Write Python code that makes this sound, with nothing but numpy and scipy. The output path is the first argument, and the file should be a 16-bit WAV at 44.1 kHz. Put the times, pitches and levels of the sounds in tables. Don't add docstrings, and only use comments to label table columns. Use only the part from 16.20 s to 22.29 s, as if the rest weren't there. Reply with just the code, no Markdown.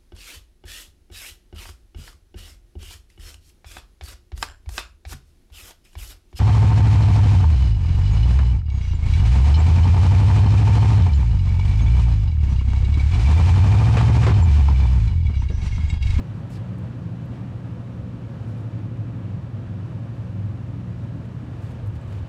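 import sys
import numpy as np
from scipy import signal
from scipy.fft import rfft, irfft
from scipy.io import wavfile
from scipy.ndimage import uniform_filter1d

SR = 44100
rng = np.random.default_rng(int(sys.argv[2]) if len(sys.argv) > 2 else 0)


def output_pcm(signal):
    pcm = np.clip(np.atleast_2d(signal).T, -1, 1) * 32767
    wavfile.write(sys.argv[1], SR, np.round(pcm).astype(np.int16))


N = 268524

# freq_hz, density_db_per_hz
RUMBLE_DENSITY = [(15, -100), (30, -83.5), (45, -69), (58, -60.5), (68, -61.5), (80, -57), (90, -61),
                  (99, -49), (108, -52), (118, -66), (134, -59), (150, -53.5), (162, -55.5), (170, -63.5),
                  (183, -60), (194, -64), (222, -64), (250, -68.5), (300, -68), (450, -92)]
# freq_hz, density_db_per_hz
AIR_DENSITY = [(200, -80), (400, -76), (600, -80), (800, -81), (1200, -83), (1450, -86), (1900, -89.5),
               (2050, -92), (2600, -92), (3000, -94), (5000, -103), (7500, -108), (10000, -115),
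               (13000, -121), (16000, -125)]
# freq_hz, width_hz, lift_db
CAB_MODES = [(200, 12, 3.5), (237, 20, 6), (260, 12, 3.5), (277.4, 16, 5.5), (344.8, 31, 5.5),
             (367, 8.5, 1.5), (447, 16, 2), (500.7, 24.4, 7), (555.5, 30, 7), (636, 19, 5.5), (681, 21, 4),
             (894, 6, 6), (1671, 18, 7)]
# time_s, hum_db_rms, rumble_db, air_db, air_treble_db, mode_pair_share (two modes near 500 Hz)
SLOW_LEVELS = [(0, -36.5, -3, 0.5, 0, 0.64), (.6, -33.5, -2, 0.5, -0.5, 1.1),
               (1.5, -34.5, -1, -1, -1.5, 1.05), (2.1, -36, -2, 0, -0.5, 1.7),
               (2.7, -32.5, 0.5, -0.5, -2.3, 1.5), (3.4, -36, -1, 0.2, -1.9, 1.2),
               (4, -34, -1.5, -0.55, -1.5, 1.06), (4.7, -33.5, -2, -1, -1.5, 1.3),
               (5.3, -34.5, -0.5, 0.4, -0.3, 0.25), (5.7, -37, -5.5, -0.8, -2, 1.3),
               (6.09, -38.5, -6.5, 1.5, 1, 0.45)]
# time_s, gain_db
DEEP_GAIN = [(0, 2.5), (1.2, -7), (2, -1.5), (3.6, -4.5), (4.6, -5.5), (5.4, 0), (6.09, 8)]
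SWELL_BORDERS_HZ = [130, 200, 260, 350]
# time_s, nominal_peak_db, centre_hz, spread_octaves
GRIP_TICKS = [(0.2992, -60, 11000, .6), (0.5816, -56, 8500, .3), (0.5874, -58, 13000, .35),
              (1.057, -57, 13500, .35), (2.2737, -63, 8200, .4), (2.2835, -64, 8000, .4),
              (2.3655, -64, 8500, .3), (2.378, -65, 8500, .4), (5.4226, -56, 7000, .35),
              (5.4231, -61, 13500, .3), (5.509, -61, 8000, .5), (5.5189, -58, 8500, .5),
              (5.6614, -58, 8500, .9), (5.672, -54, 9800, .7), (5.7543, -59, 9000, .9),
              (5.8137, -56, 7900, 0.11), (5.9294, -61, 14000, .4)]
# freq_hz, relative_db
CASE_MODES = [(6500, 1), (7200, -2), (8000, 1), (8700, -2), (10200, 2), (12300, 0), (14800, -5)]
# start_s, rise_s, hold_s, release_s, level_db, brightness (0-1, may be dulled at ends)
RUBS = [(.14, .015, 0.05, .04, -73, .7), (0.293, 0.012, 0.036, 0.055, -60, 0.7),
        (0.33, 0.028, 0.02, 0.09, -57, 0.06), (1.098, 0.037, .03, .06, -61, 0),
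        (2.225, .04, .19, .06, -84, .9), (2.272, .008, .03, .04, -74, 1),
        (2.37, .008, 0.031, 0.05, -75, 0.9), (2.76, 0.0073, .012, .02, -74, .5),
        (3.93, .02, .03, .04, -72, .5), (4.796, .01, 0.037, .03, -70, 0.3),
        (5.04, 0.011, 0.0076, .025, -66, .5), (5.3, 0.057, 0.44, 0.12, -74, 0.2),
        (5.404, .015, 0.1, .03, -68, 0.5), (5.542, .01, .02, .02, -80, 0.6),
        (5.741, 0.016, .008, 0.03, -59, 0.1), (5.81, .006, .015, 0.04, -72, .4),
        (5.836, 0.044, 0.095, 0.07, -65, 0.36), (5.905, 0.01, 0.035, 0.044, -64, 0),
        (5.973, .005, .01, .03, -69, 0)]
# freq_hz, relative_db_per_hz
DULL_COLOUR = [(1000, -23), (2000, 5), (2800, 0.5), (3600, -1), (4500, -5.5), (6000, -13.5), (10000, -23.5),
               (17000, -36)]
# freq_hz, relative_db_per_hz
BRIGHT_COLOUR = [(2000, -33), (4100, -1), (4900, -3), (5900, -4.5), (7300, 0), (9000, -5), (12500, -10.5),
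                 (17000, -18)]
# start_s, rise_s, hold_s, release_s, level_db
HOLLOW_RUB = (.305, .022, .035, .04, -60)
# time_s, level_db_rms
DRONE_LEVEL = [(0.0, -46), (0.66, -39), (0.73, -51), (0.86, -33), (1.15, -48.5), (1.24, -33.5), (1.29, -46),
               (1.54, -39), (2.19, -48.5), (3.1, -39.5), (3.37, -57), (3.51, -36), (3.98, -60),
               (4.04, -38.5), (4.48, -48), (4.71, -35), (4.76, -41.5), (6.09, -59)]
# time_s, order_24_db_rms, order_26_db_rms
LOUD_ORDER_LEVELS = [(0.0, -41.5, -41), (0.36, -35.5, -48), (0.44, -41, -38), (1.61, -44, -44.5),
                     (2.41, -40, -31.5), (3.59, -34, -43), (3.9, -44, -33), (4.16, -31, -47),
                     (5.09, -39, -47), (5.19, -39, -53), (5.49, -44, -45), (5.56, -41, -50),
                     (5.68, -32, -29.5), (5.77, -43.5, -69), (5.97, -36.5, -41), (6.09, -43, -70)]

DEEP_HZ, TREBLE_HZ = 87, 3600
SWELL_DB, GUST_DB, RIPPLE_DB = 1.3, 0.45, 1.2
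TICK_T60_S, RING_GAIN = 0.022, 0.49
GRIT_PER_S, GRIT_SHARE = 2500, 0.45
GRAIN_DB, RAGGED_DB = 1.4, 1
EDGE_DROP_DB, DULLING = 22.5, 0.47
HOLLOW_HZ, HOLLOW_WIDTH_HZ = 4900, 1100
HUM_HZ, ROLLER_HZ = 119.88, 4.159
DRONE_HZ, DRONE_WAVER_HZ = 180.1, 4
FIRST_ORDER, LAST_ORDER, LOUD_ORDER_NUMBERS = 6, 47, (24, 26)
ORDER_LIFT_DB, ORDER_SCATTER_DB, ORDER_DRIFT_DB = 2.5, 2, 3.64
ORDERS_FOLLOW = 0.51
FLUTTER_DB = 1.5
BAND_LIMIT_HZ = 15740


def gain_of(db):
    return 10 ** (np.asarray(db) / 20)


def evened(x):
    return x / np.sqrt(np.mean(x ** 2) + 1e-20)


def along(rows):
    time_s, *columns = np.transpose(rows)
    return [np.interp(np.arange(N) / SR, time_s, c) for c in columns]


def coloured(x, points, lift_db=0):
    hz = np.fft.rfftfreq(N, 1 / SR)
    f_hz, db = np.transpose(points)
    shape_db = np.interp(np.log(hz + 1), np.log(f_hz + 1), db, left=-160, right=-160)
    return irfft(rfft(x) * gain_of(shape_db + lift_db) * np.sqrt(SR / 2), N)


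def wander(top_hz, low_hz=0.083):
    t = np.arange(0, N + 500, 500) / SR
    rates_hz = np.geomspace(low_hz, top_hz, num=12)
    drift = sum(np.sin(2 * np.pi * (f * t + rng.random())) / np.sqrt(f) for f in rates_hz)
    return np.interp(np.arange(N) / SR, t, evened(drift))


def tone(hz, db_rms, slip_cycles=0):
    cycles = hz * np.arange(N) / SR + rng.random() + slip_cycles
    return np.sqrt(2) * gain_of(db_rms) * np.sin(2 * np.pi * cycles)


def mode_lifts_db():
    hz = np.fft.rfftfreq(N, 1 / SR)
    return [db / (1 + (2 * (hz - f) / width) ** 2) for f, width, db in CAB_MODES]


def panel_rumble(lift_db):
    hz = np.fft.rfftfreq(N, 1 / SR)
    rumble = coloured(rng.standard_normal(N), RUMBLE_DENSITY, lift_db)
    deep = irfft(rfft(rumble) / (1 + (hz / DEEP_HZ) ** 8), N)
    spectrum = rfft(rumble - deep)
    band = np.digitize(hz, SWELL_BORDERS_HZ)
    upper = np.zeros(N)
    for k in range(len(SWELL_BORDERS_HZ) + 1):
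        upper += irfft(spectrum * (band == k), N) * gain_of(SWELL_DB * wander(9, 1.6))
    return deep * gain_of(along(DEEP_GAIN)[0]) + upper * gain_of(along(SLOW_LEVELS)[1])


def fan_rush(lifts, lift_db):
    _, _, air_db, treble_db, pair_share = along(SLOW_LEVELS)
    hz = np.fft.rfftfreq(N, 1 / SR)
    gust = rng.standard_normal(N)
    plain = coloured(gust, AIR_DENSITY, lift_db - lifts[7] - lifts[8])
    rush = plain + pair_share * (coloured(gust, AIR_DENSITY, lift_db) - plain)
    body = irfft(rfft(rush) / (1 + (hz / TREBLE_HZ) ** 4), N)
    levelled = body * gain_of(air_db) + (rush - body) * gain_of(treble_db)
    return levelled * gain_of(GUST_DB * wander(14, 0.704))


def airflow():
    hz = np.fft.rfftfreq(N, 1 / SR)
    lifts = mode_lifts_db()
    ripple = evened(uniform_filter1d(rng.standard_normal(len(hz)), 200))
    lift_db = sum(lifts) + RIPPLE_DB * ripple * (hz > 1800)
    return panel_rumble(lift_db) + fan_rush(lifts, lift_db)


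def ticks():
    out, t = np.zeros(N), np.arange(1500) / SR
    modes = np.array([gain_of(db) * np.sin(2 * np.pi * hz * t) for hz, db in CASE_MODES])
    mode_hz = np.transpose(CASE_MODES)[0]
    for time_s, db, centre_hz, spread in GRIP_TICKS:
        edges_hz = centre_hz * 2. ** np.array([-spread - .05, spread + .05])
        band = signal.butter(4, np.clip(edges_hz, 1000, 20000), "band", fs=SR, output="sos")
        snap = evened(signal.sosfilt(band, rng.standard_normal(len(t))))
        share = np.exp(-(np.log2(mode_hz / centre_hz) / spread) ** 2)
        share *= rng.uniform(0.51, 1, len(CASE_MODES))
        decay = gain_of(db - 60 * t / TICK_T60_S)
        out[round(time_s * SR):][:len(t)] += (snap / 2 + RING_GAIN * share @ modes) * decay
    return out


def friction_grains():
    noise = rng.standard_normal((2, N))
    uneven = evened(uniform_filter1d(rng.standard_normal((2, N)), 120))
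    grains = noise * gain_of(GRAIN_DB * uneven)
    catches = rng.exponential(1, N) * rng.choice([-1, 1], N) * (rng.random(N) < GRIT_PER_S / SR)
    return evened(grains) + GRIT_SHARE * evened(catches)


def hollow_scuff(grain):
    *stroke, level_db = HOLLOW_RUB
    wide = signal.lfilter(*signal.iirpeak(HOLLOW_HZ, 2, SR), grain[::-1])
    narrow = signal.iirpeak(HOLLOW_HZ, HOLLOW_HZ / HOLLOW_WIDTH_HZ, SR)
    scuff = evened(signal.lfilter(*narrow, wide))
    slack = np.interp(np.arange(N) / SR, np.cumsum(stroke), [1, 0, 0, 1])
    return gain_of(level_db - EDGE_DROP_DB * slack) * (slack < 1) * scuff


def rustles():
    grains = friction_grains()
    dull = evened(coloured(grains[0], DULL_COLOUR))
    bright = evened(coloured(grains[1], BRIGHT_COLOUR))
    out = hollow_scuff(grains[1])
    for start, rise, hold, release, db, brightness in RUBS:
        end = start + rise + hold + release
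        at = np.arange(round(start * SR), min(round(end * SR), N))
        slack = np.interp(at / SR - start, np.cumsum([0, rise, hold, release]), [1, 0, 0, 1])
        fading = slack * (at / SR > start + rise)
        shine = np.clip(brightness - DULLING * fading, 0, 1)
        mix = np.sqrt(1 - shine) * dull[at] + np.sqrt(shine) * bright[at]
        out[at] += gain_of(db - EDGE_DROP_DB * slack) * mix
    return out * gain_of(RAGGED_DB * evened(uniform_filter1d(rng.standard_normal(N), 400)))


def fan_hum():
    return tone(HUM_HZ, along(SLOW_LEVELS)[0])


def low_drone():
    slip_cycles = np.cumsum(DRONE_WAVER_HZ * wander(15, 1.5)) / SR
    return tone(DRONE_HZ, along(DRONE_LEVEL)[0], slip_cycles)


def roller_orders():
    out = np.zeros(N)
    for order, db in zip(LOUD_ORDER_NUMBERS, along(LOUD_ORDER_LEVELS)):
        out += tone(order * ROLLER_HZ, db + FLUTTER_DB * wander(6, 0.803), 0.089 * wander(4, 0.603))
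    f_hz, density_db = np.transpose(RUMBLE_DENSITY)
    rumble_db = along(SLOW_LEVELS)[1]
    for order in set(range(FIRST_ORDER, LAST_ORDER + 1)) - set(LOUD_ORDER_NUMBERS):
        hz = order * ROLLER_HZ
        db = np.interp(np.log(hz), np.log(f_hz), density_db) + ORDER_LIFT_DB
        db += ORDER_SCATTER_DB * rng.standard_normal()
        db += ORDERS_FOLLOW * rumble_db * (hz > DEEP_HZ)
        out += tone(hz, db + ORDER_DRIFT_DB * wander(0.47), 0.12 * wander(0.325))
    return out


def scene():
    return (airflow() + ticks() + rustles() + fan_hum() + low_drone() + roller_orders())[None]


def record(dry):
    low_pass = signal.firwin(2047, BAND_LIMIT_HZ, window=("kaiser", 9), fs=SR)
    return signal.oaconvolve(dry, low_pass[None], "same")


dry = scene()
out = record(dry)
output_pcm(out)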